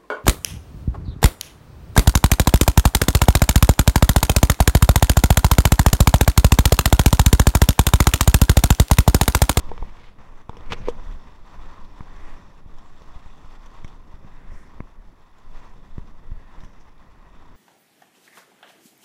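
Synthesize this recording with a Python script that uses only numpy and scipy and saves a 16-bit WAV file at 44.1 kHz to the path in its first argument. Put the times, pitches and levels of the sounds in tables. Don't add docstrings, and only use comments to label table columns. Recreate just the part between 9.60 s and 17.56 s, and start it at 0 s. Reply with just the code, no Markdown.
import sys
import numpy as np
from scipy import signal
from scipy.fft import rfft, irfft, next_fast_len
from scipy.io import wavfile
from scipy.ndimage import uniform_filter1d

SR = 44100
rng = np.random.default_rng(int(sys.argv[2]) if len(sys.argv) > 2 else 0)


def store_wav(level_fs):
    pcm = np.round(np.clip(np.atleast_2d(level_fs), -1, 1) * 32767)
    wavfile.write(sys.argv[1], SR, pcm.T.astype(np.int16))


N = 351036
T = np.arange(N) / SR

# time in seconds, base wheel roar in dB, base bright grit in dB.
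COAST = [(0, -49.5, -57.5), (0.6, -55, -65.5), (0.95, -58.5, -70), (1.4, -52, -61.5), (1.8, -56, -65.5),
         (2.4, -55.5, -65), (2.9, -60.5, -69.5), (3.2, -60.5, -67), (4.15, -55, -63.5),
         (4.45, -60.5, -69.5), (5.4, -61.5, -72), (6.3, -59.5, -67), (6.8, -60.5, -71),
         (7.96, -58.5, -69.5)]
# hardest push in seconds, gain in dB.
STROKES = [(0.2, -1.5), (0.45, -4), (1.2, 4), (2.08, 4), (2.77, 6.5), (3.2, 4), (3.6, 4), (4.25, 2),
           (4.9, 4), (5.4, 1), (6.03, 6), (6.98, 4), (7.92, 1)]
# start and end in seconds, level change in dB.
LIFTS = [(0.5, 0.584, -7), (0.821, 0.883, -4), (1.74, 1.85, -2.5), (3.01, 3.074, -6.5), (5.58, 5.783, -2),
         (7.333, 7.376, -5.5)]
# resonance in Hz, nominal width in Hz, relative level in dB.
FRAME = [(1022, 265, 1.5), (1880, 370, -7), (2510, 590, -14.5)]
# resonance in Hz, nominal width in Hz, relative level in dB.
HUBS = [(3527, 510, 6), (4525, 680, -0.5), (5345, 420, 0), (6000, 550, -2), (7400, 700, -8)]
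# frequency in Hz, relative level in dB.
ROAD_COLOUR = [(150, -16), (300, 3.5), (520, -2.5), (800, 3), (1250, 1), (1550, -5), (2300, -16.5),
               (3100, -22.5), (5000, -51), (9000, -41.5)]
GRIT_COLOUR = [(1200, 1.5), (2400, -1), (3000, 3), (4800, -8.5), (7000, -5.5), (8500, -12.5),
               (12000, -18.5), (16000, -24)]

# time in seconds, base rush level in dB.
WIND = [(0, -46), (0.55, -55), (0.85, -55), (1.2, -42), (1.85, -55.5), (2.1, -52), (2.25, -51),
        (2.58, -49.5), (2.95, -53.5), (3.3, -54.5), (4.0, -52.5), (4.3, -50.5), (5.05, -52), (5.3, -55.5),
        (5.7, -60), (6.1, -52), (7.05, -53.5), (7.33, -57), (7.96, -53)]
# peak time in seconds, buffeting gain in dB.
GUSTS = [(0.09, 11.5), (0.25, 14.5), (0.68, 6.5), (1.05, 7.5), (1.3, 7), (1.52, 13), (2.0, 10), (2.68, 6),
         (3.14, 5), (3.5, 5), (4.62, -1.5), (4.94, 9.5), (5.2, 9), (5.45, 9), (5.92, 11.5), (6.38, 7),
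         (6.73, 10), (7.02, 9.5), (7.48, 3.5)]
# start and end in seconds, hollow whoosh and thin hiss in dB.
GRAZES = [(2.365, 2.877, -60.5, -86), (2.566, 2.82, -70, -73), (4.566, 5.22, -62.5, -84),
          (4.888, 5.086, -67, -70.5), (5.3, 5.55, -71, -98), (6.67, 7.2, -63, -84)]
# frequency in Hz, relative level in dB.
BUFFET_COLOUR = [(3, -5.5), (10, 3.5), (20, -0.5), (35, -13), (60, -21.5), (100, -30), (200, -58.5),
                 (500, -81.5)]
RUSH_COLOUR = [(30, -2.5), (75, 1), (120, -3.5), (200, -2.5), (350, -12.5), (600, -14), (1500, -38.5),
               (4000, -65.5)]

# frequency in Hz, rms level in dB.
WHINE = [(11072, -103), (11122, -92), (11172, -95), (11222, -92.5), (11272, -100)]
# frequency in Hz, relative level in dB.
HISS_COLOUR = [(100, -6), (2000, 4.5), (8000, -2), (15000, -2)]

# start and end in seconds, level at the crest in dB.
RUBS = [(0.086, 0.102, -45.5), (0.153, 0.36, -53.5), (0.326, 0.546, -51), (1.023, 1.114, -54),
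        (1.091, 1.156, -34.5), (1.11, 1.233, -47), (1.21, 1.317, -43)]
# start in seconds, ring peak in dB, contact time in ms,
# gain of the upper modes in dB, crack peak in dB, crack decay constant in ms.
KNOCKS = [(.116, -19.5, 1.24, 17, -44, 1.5), (0.1788, -27, 0.2, 6, -37, 3),
          (0.226, -24, 0.97, 18, -50, 1.8), (.586, -45, 0.17, 9, -59, 1.2),
          (0.8944, -23.5, 0.84, 13.5, -30, 1.4), (.931, -35.5, 0.69, 12, -62, 1.5),
          (.969, -32.5, 0.7, -1, -39.5, 2.9), (1.009, -38, 0.53, 11, -43, 1),
          (1.1213, -22, 0.25, 32, -16.5, 2.8), (1.129, -35, 0.15, -3, -25, 2.6),
          (1.1323, -21.5, 0.22, -7, -16.5, 2.3), (1.2745, -24, 1.27, 0, -57, 2),
          (1.2845, -10.5, 0.89, -2, -29, 10)]
# frequency in Hz, relative level in dB, time to fall 60 dB in seconds.
CASE_MODES = [(420, -5.5, 0.028), (473, -2, 0.063), (520, -19, 0.017), (750, -21, 0.012), (920, -5, 0.023),
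              (1030, 1.5, 0.0092), (1900, -17, 0.028), (2284, -8.5, 0.034), (3400, -24, 0.018),
              (5270, -24, .02)]
BUZZ_SPAN = (1.281, 1.307)
# frequency in Hz, relative level in dB.
RUB_COLOUR = [(100, 13.5), (300, -3.5), (490, 6.5), (700, -14), (1000, -1), (1500, -2), (2200, 1.5),
              (3600, -10), (4600, -13), (6500, -22), (9000, -28), (15000, -46)]
CRACK_COLOUR = [(300, 0), (1000, 7), (2300, -3), (3400, 4.5), (4500, -11.5), (6000, -7.5), (8500, -25),
                (12000, -31.5), (15000, -31)]

# start in seconds, pulse peak in dB, rise time in ms, crackle peak in dB.
POPS = [(0.0901, -20, 7.2, -39), (0.222, -19, 5.2, -40), (0.587, -39, 1.5, -42), (0.8933, -22.5, 2.1, -65),
        (1.095, -33, 2.4, -55), (1.224, -24, 3.2, -51), (1.526, -45, 5.7, -47), (1.994, -32, 3.3, -43),
        (2.407, -22.5, 1.86, -32), (3.061, -30, 2.4, -49), (3.419, -35, 0.57, -42), (3.559, -26, 5.2, -48),
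        (3.66, -31.5, 3.6, -47), (3.845, -31.5, 6.2, -52), (4.246, -23, 2.2, -31.5), (4.54, -31, 4, -56),
        (4.647, -29, 1.8, -48), (4.918, -30, 5.1, -60), (5.2042, -18.5, 1.1, -27), (6.381, -17, 1.83, -41),
        (6.718, -20, 4.2, -45), (7.035, -32, 2.1, -41)]
# frequency in Hz, relative level in dB.
CRACKLE_COLOUR = [(100, -8), (400, -6.5), (1050, 8), (1450, -5), (2200, -3), (3200, -26), (6000, -39),
                  (15000, -52)]

# start and end in seconds, centre in Hz, nominal level in dB.
SCRUBS = [(0.38, 0.535, 3400, -65.5), (1.15, 1.24, 5800, -65), (2.545, 3.02, 5600, -72.5),
          (3.047, 3.447, 7200, -80), (3.397, 4.148, 7400, -82), (4.85, 5.15, 5560, -74),
          (6.846, 7.338, 5600, -75)]
# start in seconds, peak in dB, ring in Hz.
CLICKS = [(0.969, -44, 5230), (1.447, -45, 5630), (2.246, -44.5, 3440), (2.388, -55, 8800),
          (2.562, -48, 5470), (3.184, -43.5, 5400), (3.42, -45.5, 3600), (3.908, -45.5, 1100),
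          (4.06, -41.5, 6000), (4.245, -38.5, 5670), (4.278, -41, 5500), (5.784, -49.5, 6800),
          (5.971, -48, 3380), (6.381, -53, 3600), (7.004, -44, 3400), (7.037, -46, 5600),
          (7.046, -44.5, 5540), (7.133, -53.5, 5600), (7.379, -54, 1900)]

PUSH_S, RELEASE_S = 0.45, 0.17
GRIT_STROKE_SHARE = 0.6
GUST_S, GUST_RUSH_SHARE = 0.19, 0.25
BUFFET_OVER_RUSH_DB = 13.5
BUFFET_LIMIT = 0.11
BUZZ_HZ, BUZZ_WIDTH_HZ, BUZZ_DB = 6400, 4300, -52
TOP_HZ = 15750


def undb(db):
    return 10 ** (np.asarray(db) / 20)


def unit(x):
    return x / np.sqrt(np.mean(x ** 2))


def peak(x, db):
    return x * undb(db) / np.abs(x).max()


def curve(table, column):
    rows = np.array(table)
    return np.interp(T, rows[:, 0], rows[:, column])


def walk(rate):
    hold = max(int(SR / rate), 2)
    steps = np.repeat(rng.standard_normal(N // hold + 1), hold)
    return unit(uniform_filter1d(steps, hold)[:N])


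def swell(start, end):
    return np.sin(np.pi * np.clip((T - start) / (end - start), 0, 1))


def colour(x, points):
    size = 2 * next_fast_len(len(x) // 2 + 4096)
    hz, db = np.transpose(points)
    bins = np.maximum(np.arange(size // 2 + 1) * SR / size, 1)
    outline_db = np.interp(np.log(bins), np.log(hz), db)
    cepstrum = irfft(np.log(undb(outline_db)))
    cepstrum[1:size // 2] *= 2
    cepstrum[size // 2 + 1:] = 0
    response = np.exp(rfft(cepstrum))
    return irfft(rfft(x, size) * response)[:len(x)]


def band(x, hz, width):
    return signal.lfilter(*signal.iirpeak(hz, hz / width, fs=SR), x)


def double_band(x, hz, width):
    return band(band(x, hz, width), hz, width)


def swish(hz, width):
    return unit(double_band(rng.standard_normal(N), hz, width))


def grains(rate, spread_db):
    hit = rng.random(N) < rate / SR
    sizes = rng.standard_normal(N) * undb(spread_db * rng.standard_normal(N))
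    return unit(hit * np.clip(sizes, -6, 6))


def burst(decay, tail_db=-60, tail=0.01):
    t = T[:SR // 10]
    envelope = np.exp(-t / decay) + undb(tail_db) * np.exp(-t / tail)
    return rng.standard_normal(len(t)) * envelope


def add(out, start, sound):
    i = max(int(start * SR), 0)
    out[i:i + len(sound)] += sound[:N - i]


def stroke_db():
    return sum(db * np.interp(T - s, [-PUSH_S, 0, RELEASE_S], [0, 1, 0]) for s, db in STROKES)


def wheel_load(turn_hz=26, lumpy_db=0.83, flutter_db=1.5):
    turns = np.cumsum(turn_hz * (1 + 0.079 * walk(2.2))) / SR
    lift_db = sum(db * ((T > start) & (T < end)) * 1. for start, end, db in LIFTS)
    lift_db = uniform_filter1d(lift_db, size=500)
    return undb(lumpy_db * np.sin(2 * np.pi * turns) + flutter_db * walk(30) + lift_db)


def rattle(modes, rate, spread_db, widen, shift_rate, chatter_db=1.06):
    out = np.zeros(N)
    for hz, width, db in modes:
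        ringing = double_band(grains(rate, spread_db), hz, widen * width)
        out += undb(db + chatter_db * walk(shift_rate)) * ringing
    return unit(out)


def skates():
    push_db = stroke_db()
    roar_db = curve(COAST, 1) + push_db
    grit_db = curve(COAST, 2) + GRIT_STROKE_SHARE * push_db

    frame = rattle(FRAME, rate=4000, spread_db=2.74, widen=1.1, shift_rate=10)
    road = unit(colour(grains(5000, 1.57), ROAD_COLOUR))
    roar = undb(-1.5) * frame + undb(-0.5) * road

    hubs = rattle(HUBS, rate=5000, spread_db=4.7, widen=1.3, shift_rate=12)
    fine_grit = unit(colour(grains(5000, 6), GRIT_COLOUR))
    grit = undb(-2.5) * hubs + undb(-3.0) * fine_grit
    return wheel_load() * (roar * undb(roar_db) + grit * undb(grit_db))


def wind(gusty_db=1.5):
    wind_db = curve(WIND, 1)
    gust_db = sum(db * swell(s - GUST_S / 2, s + GUST_S / 2) for s, db in GUSTS)

    buffet = unit(colour(rng.standard_normal(N), BUFFET_COLOUR))
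    buffet *= undb(wind_db + gust_db + BUFFET_OVER_RUSH_DB)
    buffet = BUFFET_LIMIT * np.tanh(buffet / BUFFET_LIMIT)

    rush = unit(colour(rng.standard_normal(N), RUSH_COLOUR) * undb(gusty_db * walk(35)))
    out = buffet + rush * undb(wind_db + GUST_RUSH_SHARE * gust_db)

    whoosh, hiss = swish(1760, 720), swish(6800, 6000)
    for start, end, whoosh_db, hiss_db in GRAZES:
        out += swell(start, end) * (undb(whoosh_db) * whoosh + undb(hiss_db) * hiss)
    return out


def electronics(hiss_db=-79):
    whine = sum(undb(db) * np.sqrt(2) * np.cos(2 * np.pi * hz * T) for hz, db in WHINE)
    hiss = unit(colour(rng.standard_normal(N), HISS_COLOUR))
    return whine + undb(hiss_db) * hiss


def rubs(scratchy_db=3.5):
    scratch = unit(colour(grains(7000, 3.8), RUB_COLOUR) * undb(scratchy_db * walk(120)))
    return scratch * sum(undb(db) * swell(start, end) for start, end, db in RUBS)


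def pops(crackle_decay=0.0018, snap=5):
    out, t = np.zeros(N), T[:SR // 10]
    for s, db, rise_ms, crackle_db in POPS:
        u = t / (rise_ms / 1000)
        pulse = u ** 2 * np.exp(-2 * u)
        crackle = burst(crackle_decay) + snap * (t == 0)
        crackle = colour(crackle, CRACKLE_COLOUR)
        add(out, s, peak(crackle, crackle_db) - peak(pulse, db))
    return out


def knocks():
    out, t = np.zeros(N), T[:SR // 5]
    modes = []
    for hz, db, t60 in CASE_MODES:
        decay = np.exp(-np.log(1000) * t / t60)
        modes.append(undb(db) * np.cos(2 * np.pi * hz * t) * decay)
    for s, db, contact_ms, upper_db, crack_db, crack_ms in KNOCKS:
        ring = sum(modes[:3]) + undb(upper_db) * sum(modes[3:])
        push = np.sin(np.pi * np.minimum(t / (contact_ms / 1000), 1))
        struck = signal.fftconvolve(push, ring)[:len(t)]
        crack = colour(burst(crack_ms / 1000), CRACK_COLOUR)
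        add(out, s, peak(struck, db))
        add(out, s, peak(crack, crack_db))
    return out


def buzz():
    return undb(BUZZ_DB) * swell(*BUZZ_SPAN) * swish(BUZZ_HZ, BUZZ_WIDTH_HZ)


def scrubs(width=1500, rough_db=3.5):
    slips = sum(undb(db) * swell(start, end) * swish(hz, width) for start, end, hz, db in SCRUBS)
    return undb(rough_db * walk(45)) * slips


def clicks(decay=0.0035, ring_db=4):
    out = np.zeros(N)
    for s, db, hz in CLICKS:
        hit = burst(decay, tail_db=-4, tail=0.011)
        click = colour(hit, CRACK_COLOUR) + undb(ring_db) * band(hit, hz, 520)
        add(out, s, peak(click, db))
    return out


def scene():
    rolling = skates() + scrubs() + clicks()
    air = wind() + pops()
    camera = electronics() + rubs() + knocks() + buzz()
    return (rolling + air + camera)[None]


def record(dry):
    low_pass = signal.ellip(10, 0.2, 80, TOP_HZ, fs=SR, output="sos")
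    return signal.sosfilt(low_pass, dry)


dry = scene()
out = record(dry)
store_wav(out)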